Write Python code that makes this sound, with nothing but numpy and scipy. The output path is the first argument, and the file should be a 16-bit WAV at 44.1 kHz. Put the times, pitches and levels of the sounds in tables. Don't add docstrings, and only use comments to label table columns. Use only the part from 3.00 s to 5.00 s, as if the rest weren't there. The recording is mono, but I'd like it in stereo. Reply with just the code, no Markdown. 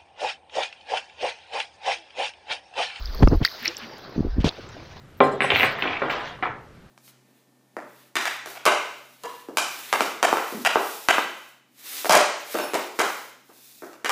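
import sys
import numpy as np
from scipy import signal
from scipy.fft import rfft, irfft
from scipy.io import wavfile
from scipy.ndimage import uniform_filter1d

SR = 44100
rng = np.random.default_rng(int(sys.argv[2]) if len(sys.argv) > 2 else 0)


def transcribe(u):
    v = np.clip(np.atleast_2d(u).T, -1, 1)
    q = np.round(v * 32767).astype(np.int16)
    wavfile.write(sys.argv[1], SR, q)


def convert_level_to_amplitude(level_db):
    exponent = np.asarray(level_db, float) / 20
    return 10 ** exponent


N = 88200

# frequency in Hz, level in dB.
RIGHT = [(45, -16.5), (130, -11), (400, -6.5), (1500, -6.5), (2700, -14.5), (4800, -6.5), (6300, -20.5),
         (7800, -40.5)]
# frequency in Hz, level in dB.
RIGHT_TOP = [(8300, -54.5), (10300, -46.5), (11500, -30.5), (14000, -27.5), (15800, -31.5), (16400, -47)]


def evened(x):
    return x / np.sqrt(np.mean(x ** 2) + 1e-20)


def read(points, hz):
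    f, value = np.transpose(points)
    return np.interp(np.log(hz + 1), np.log(f + 1), value)


def add(mix, s, sound):
    part = mix[..., max(round(s * SR), 0):][..., :sound.shape[-1]]
    part += sound[..., :part.shape[-1]]


def coloured(x, shape_db):
    hz = np.fft.rfftfreq(len(x), 1 / SR)
    return evened(irfft(rfft(x) * convert_level_to_amplitude(shape_db(hz)), len(x)))


def low_hum(noise, centre_hz, width_hz):
    return coloured(noise, lambda hz: -10 * np.log10(1 + ((hz - centre_hz) / width_hz) ** 4))


def blurred_noise(shape, bins, frames):
    over_pitch = uniform_filter1d(rng.standard_normal(shape), size=bins, axis=1)
    return evened(uniform_filter1d(over_pitch, size=frames, axis=2))


def fizz():
    pops_per_s, range_db = 500, 4.5
    strength = convert_level_to_amplitude(range_db * np.minimum(rng.exponential(1, (2, N)), 2.5))
    pops = strength * (rng.random((2, N)) < pops_per_s / SR)
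    tick = rng.standard_normal(80) * np.exp(-np.arange(80) / 20)
    return evened(signal.oaconvolve(pops, tick[None])[:, :N])


def seep():
    # time in seconds, left level in dB, right level in dB,
    # left brightness and right brightness (about -1 to 1, no unit).
    seep_drift = [(0, -48, -37.5, 0.8, 0.38), (0.198, -32, -38, -0.69, 0.7), (.42, -41.5, -48, 0.41, 1),
                  (.46, -47, -35.5, 0.75, 1), (.55, -36, -37, 0.3, 0.89), (.68, -37.5, -36, 1.17, 0.43),
                  (.85, -34, -36, 0.42, -0.028), (1.05, -37, -34, -0.11, -0.36),
                  (1.35, -40, -41, -0.18, -0.33), (1.5, -33.5, -39, 0.65, -0.32),
                  (1.678, -41, -38.5, 0.87, -0.68), (2, -39, -38.5, 0.8, -0.7)]
    # frequency in Hz, level in dB.
    left_tone = [(45, -50), (130, -10.5), (300, -1), (1200, -7), (3000, -15), (4800, -24.5), (5800, -44),
                 (16000, -56.5)]
    # frequency in Hz, likeness from 0 to 1.
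    likeness = [(60, 0.26), (300, 0.96), (640, 0.56), (1400, 0.0089)]
    fizz_db, patch_db, flicker_db, bright_db_per_oct = -10, 2.5, 2, 4

    raw = rng.standard_normal((2, N)) + convert_level_to_amplitude(fizz_db) * fizz()
    hz, t, z = signal.stft(raw, SR, nperseg=512, noverlap=384)
    same = np.clip(read(likeness, hz), -1, 1)[:, None]
    z = np.array([z[0], same * z[0] + np.sqrt(1 - same ** 2) * z[1]])
    patches = blurred_noise(z.shape, 5, 14)
    flicker = blurred_noise(z.shape, 50, 3)

    s, *columns = np.transpose(seep_drift)
    left_db, right_db, left_up, right_up = (np.interp(t, s, c) for c in columns)
    tilt_db = np.log2(np.clip(hz, 70, 16000) / 1000)[:, None] * bright_db_per_oct
    left_hz = hz[:, None] * 2 ** (-0.45 * left_up * (hz[:, None] > 1200))
    left = read(left_tone, left_hz) + left_db + tilt_db * left_up
    right = read(RIGHT + RIGHT_TOP, hz)[:, None] + right_db + tilt_db * right_up
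    z = z * convert_level_to_amplitude(np.array([left, right]) + 8.5 + patch_db * patches + flicker_db * flicker)
    return signal.istft(z, SR, nperseg=512, noverlap=384)[1][:, :N]


def rumble():
    # time in seconds, left level in dB.
    rumble_level = [(0, -27), (.17, -22), (.43, -24), (.476, -63), (1.17, -82), (1.23, -25.5), (1.47, -25),
                    (1.52, -55), (2, -57)]
    right_db, right_fade_db_per_s = -9, 51
    t = np.arange(N) / SR
    low = np.array([low_hum(v, 36, 19.4) for v in rng.standard_normal((2, N))])
    left = np.interp(t, *np.transpose(rumble_level))
    right = left + right_db - right_fade_db_per_s * np.minimum(t, 0.5)
    return low * convert_level_to_amplitude([left, right])


def surf():
    # time in seconds, level in dB.
    surf_level = [(0, -58), (.7, -64), (1.1, -57.5), (1.55, -54), (1.65, -45.5), (2, -47.5)]
    level_db = np.interp(np.arange(N) / SR, *np.transpose(surf_level))
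    return low_hum(rng.standard_normal(N), 105.4, 36.5) * convert_level_to_amplitude(level_db)


def clicks():
    # time in seconds, peak level in dB, ring pitch in Hz, left minus right in dB.
    click_list = [(.024, -24.5, 4670, -22), (.057, -15.5, 4950, -38), (.074, -26.5, 3600, -17),
                  (.1475, -23.5, 4700, -22), (.181, -25, 4560, -23), (.194, -23.5, 4500, -20),
                  (.2738, -13, 1200, 18), (.285, -16.5, 5210, -32), (0.4485, -9, 1444, -7),
                  (0.4498, 2.5, 4740, -36), (0.4526, -7, 1915, -10), (0.4526, -9, 4300, -30),
                  (0.459, -14.5, 4400, -26), (0.4623, -15, 4700, -24), (0.4658, -15, 5340, -27),
                  (0.47, -21, 4570, -24), (.476, -19.5, 2000, -10.5), (.485, -21, 3900, -21),
                  (0.4494, -5, 3770, -34), (.5265, -21.5, 1000, 26), (.631, -22, 1810, 9.5),
                  (.643, -33, 4300, -11), (0.6479, -18.5, 2120, 3), (0.649, -29, 4100, 3),
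                  (0.6529, -15, 2100, 7), (0.6531, -16.5, 5380, -17), (.657, -5, 2200, 13),
                  (.6565, -13.5, 4200, 4), (0.6601, -6.5, 2300, 6), (0.659, -16, 4360, -8),
                  (.6655, -19, 2280, 4), (.669, -22, 4400, -8), (0.6716, -17, 2360, 11),
                  (0.675, -20.5, 2950, 11), (.675, -25, 4160, -8), (.6782, -4, 4050, 25),
                  (.6787, -2, 5420, -15), (.6785, -15.5, 4250, -25), (.7475, -25, 2900, 20),
                  (.768, -15, 5550, -32), (.768, -15.5, 7500, -13.5), (.981, -38, 7100, -21),
                  (1.229, -28.5, 650, 15), (1.4443, -5.5, 3300, 33), (1.462, -12, 3860, 22),
                  (1.4917, 7, 4000, 34), (1.69, -32, 7360, 9), (1.7665, -31, 626, 3)]
    rise_s, ring_s, blunt = 0.0011, 0.0015, 1.57
    left_lag_s, left_lead_s = 0.0005, 0.0002
    out, t = np.zeros((2, N)), np.arange(600) / SR
    rise = np.sin(np.pi / 2 * np.minimum(t / rise_s, 1)) ** 2
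    for s, db, hz, pan_db in click_list:
        hurry = np.sqrt(hz / 3000) * (3 if pan_db > 20 else 1)
        fade = np.exp(-(t / ring_s * hurry) ** blunt)
        ring = 2 * rise * fade * np.sin(2 * np.pi * hz * t)
        left_delay = left_lag_s if pan_db < 0 else -left_lead_s
        add(out[0], s + left_delay, convert_level_to_amplitude(db + min(pan_db, 0)) * ring)
        add(out[1], s, convert_level_to_amplitude(db - max(pan_db, 0)) * ring)
    return out


def spray():
    # time in seconds, peak level in dB, centre frequency in Hz.
    spray_list = [(0.057, -36.5, 13400), (.148, -27.5, 13300), (.362, -35.5, 13500), (0.451, -19, 13300),
                  (.459, -21, 13300), (.627, -25, 15000), (.650, -23, 12300), (.656, -21.5, 14800),
                  (.669, -27.5, 11400), (.779, -29, 13500), (.785, -24.5, 10000), (.982, -33, 9900),
                  (.992, -43, 14000), (1.097, -44, 12400)]
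    snap_s, slope_db_per_oct = 0.00079, 45
    out, t = np.zeros((2, N)), np.arange(600) / SR
    swell = t / snap_s * np.exp(-t / snap_s)
    for s, db, centre_hz in spray_list:
        hiss = coloured(rng.standard_normal(600),
                        lambda hz: -slope_db_per_oct * abs(np.log2((hz + 1) / centre_hz)))
        add(out, s, convert_level_to_amplitude(db + np.array([[-18], [0]])) * swell * hiss)
    return out


def splashing():
    splash_db, splash_s, gap_s, notch_db = -13, 0.004, 0.0011, 30
    out, t = clicks() + spray(), np.arange(600) / SR
    tail = rng.standard_normal((2, 600)) * np.exp(-t / splash_s) * (t > gap_s)
    tail = tail / np.linalg.norm(tail[0])
    out = out + convert_level_to_amplitude(splash_db) * signal.oaconvolve(out, tail, axes=1)[:, :N]
    port_db = np.minimum(read(RIGHT[2:] + RIGHT_TOP, np.fft.rfftfreq(N, 1 / SR)) + notch_db, 0)
    return np.array([out[0], irfft(rfft(out[1]) * convert_level_to_amplitude(port_db), N)])


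def rubs():
    # start in seconds, length in seconds, level in dB, centre in Hz, edge in seconds.
    rub_list = [
        (.424, 0.05, -31, 3000, 0.0081),
        (.573, .18, -30.5, 2970, 0.092),
        (.662, 0.032, -30, 2660, 0.0079),
        (.793, 0.067, -36.5, 2530, .013),
        (1.42, .03, -38, 2330, .015),
        (1.4432, .048, -25.5, 3490, 0.00055),
        (1.4, 0.027, -37, 3200, .004),
        (1.578, .026, -31, 370, 0.0044),
        (1.452, 0.036, -26, 560, .008),
        (.138, 0.017, -35, 1050, 0.0038),
    ]
    # frequency in Hz, level in dB.
    rub_tone = [(300, 4), (900, 4), (3000, 16), (5500, 3.5), (8000, -14.5), (12000, -23.5), (15000, -52)]
    out, t = np.zeros(N), np.arange(8192) / SR
    for s, length, db, centre_hz, edge in rub_list:
        noise, grit = rng.standard_normal((2, 8192))
        grain = noise * convert_level_to_amplitude(1.3 * evened(uniform_filter1d(grit, size=60)))
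        stroke = np.clip(np.minimum(t, length - t) / edge, 0, 1)
        add(out, s, convert_level_to_amplitude(db) * stroke * coloured(grain, lambda hz: read(rub_tone, hz * 3000 / centre_hz)))
    return out * convert_level_to_amplitude([[0], [-26]])


def gusts():
    # centre in seconds, length in seconds, level in dB, dullness in dB.
    gust_list = [
        (.21, 0.029, -20, 11),
        (.231, 0.013, -7, 6),
        (.276, 0.0034, -13, 4.5),
        (.332, .045, -12.5, 11),
        (.42, 0.027, -21, 7.5),
        (1.19, 0.061, -29, 11),
        (1.255, 0.057, -28.5, 18),
        (1.39, 0.055, -25, 17),
        (1.468, 0.045, -21, 5.5),
    ]
    knee_hz = 198
    out, t = np.zeros(N), np.arange(-4096, 4096) / SR
    for s, length, db, fall_db in gust_list:
        air = coloured(rng.standard_normal(8192),
                       lambda hz: -fall_db * np.log2((hz + 20) / knee_hz) ** 2 / 3.45)
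        add(out, s - 4096 / SR, convert_level_to_amplitude(db) * np.exp(-(2 * t / length) ** 2) * air)
    return np.array([out, np.zeros(N)])


def pushes():
    # time in seconds, peak level in dB, pitch in Hz, direction (sign and size, no unit).
    push_list = [(0.2204, -12, 300, 0.75), (0.2261, 1.5, 224, -0.96), (0.2293, -1, 151, 0.96),
                 (.233, 4.5, 343, -1.12), (0.2371, 12, 91.3, 1), (0.2443, 8, 55.4, -1.06),
                 (0.259, 3, 36, 0.96), (.2742, -1.5, 300, -0.93), (0.2749, -3, 900, 1),
                 (0.2763, 2, 318, 0.98), (0.284, -5, 90, -1), (0.305, -10, 40, 1), (0.3227, -1, 211, -1.02),
                 (.3248, -5.5, 333, 1), (0.33, -2, 100, -0.72), (.3325, 1, 300, 1), (.339, -1.5, 80, 0.79),
                 (0.3445, -10, 101, 1), (.357, -7, 49.8, -1.1), (0.3753, -5.5, 45, 1), (.416, -6.5, 183, 1),
                 (.424, -8, 108, 1), (1.1633, -17, 237, -1.1), (1.167, -21, 238, -1.1),
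                 (1.181, -5.5, 241, 1), (1.1859, -12, 180, 1), (1.1933, -6, 230, 0.97),
                 (1.2051, -13.5, 250, -0.74), (1.2074, -2, 219, 0.96), (1.22, -15, 70, 0.95),
                 (1.2504, -11, 301, -1), (1.252, -13, 300, 0.92), (1.259, -15.5, 70, 0.93),
                 (1.269, -15, 297, -1.02), (1.282, -15.5, 50, -0.84), (1.299, -14, 33, 0.79),
                 (1.333, -17.5, 46, -1.1), (1.385, -4, 204, -1.06), (1.393, -6.5, 71, 1),
                 (1.407, -10, 152, -1), (1.4443, -4, 700, -0.84), (1.4463, 1.5, 258, 0.96),
                 (1.449, -7.5, 302, -1.2), (1.457, -10, 400, 1), (1.4603, -8, 120, -0.92),
                 (1.469, -12.5, 110, 1)]
    push_cycles = 0.4
    out, t = np.zeros((2, N)), np.arange(N) / SR
    for s, db, hz, way in push_list:
        cycles = (t - s) * hz
        out[0] += way * convert_level_to_amplitude(db) * np.exp(-(cycles / push_cycles) ** 2) * np.cos(2 * np.pi * cycles)
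    return out


def bubbles():
    # start in seconds, level in dB, pitch in Hz, length in seconds.
    bubble_list = [
        (.62, -40.5, 233, .04),
        (0.676, -32.5, 323, 0.043),
        (.69, -38.5, 478, 0.044),
        (.70, -42, 827, 0.035),
        (.825, -39, 222, 0.074),
        (.92, -43, 846, .03),
        (1.035, -44, 398, .025),
        (1.759, -39.5, 287, 0.058),
        (1.792, -42, 318.6, 0.069),
    ]
    rise, left_db = 0.047, -5
    out = np.zeros((2, N))
    for s, db, hz, length in bubble_list:
        t = np.arange(0, length, 1 / SR)
        swell = np.sin(np.pi * (t / length) ** 0.45)
        tone = swell * np.sin(2 * np.pi * hz * t * (1 + rise * t / length))
        add(out, s, convert_level_to_amplitude(db + np.array([[left_db], [0]])) * tone)
    return out


def scene():
    return seep() + rumble() + surf() + splashing() + rubs() + gusts() + pushes() + bubbles()


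def top_cut(x):
    return signal.sosfilt(signal.butter(12, 16660, fs=SR, output="sos"), x)


def record(dry):
    full = np.array([np.clip(dry[0], -1, 1), dry[1]])
    low_pass = signal.firwin(511, 16300, window=("kaiser", 9), fs=SR)
    mix = signal.oaconvolve(full, low_pass[None], "same")
    return top_cut(mix)


dry = scene()
out = record(dry)
transcribe(out)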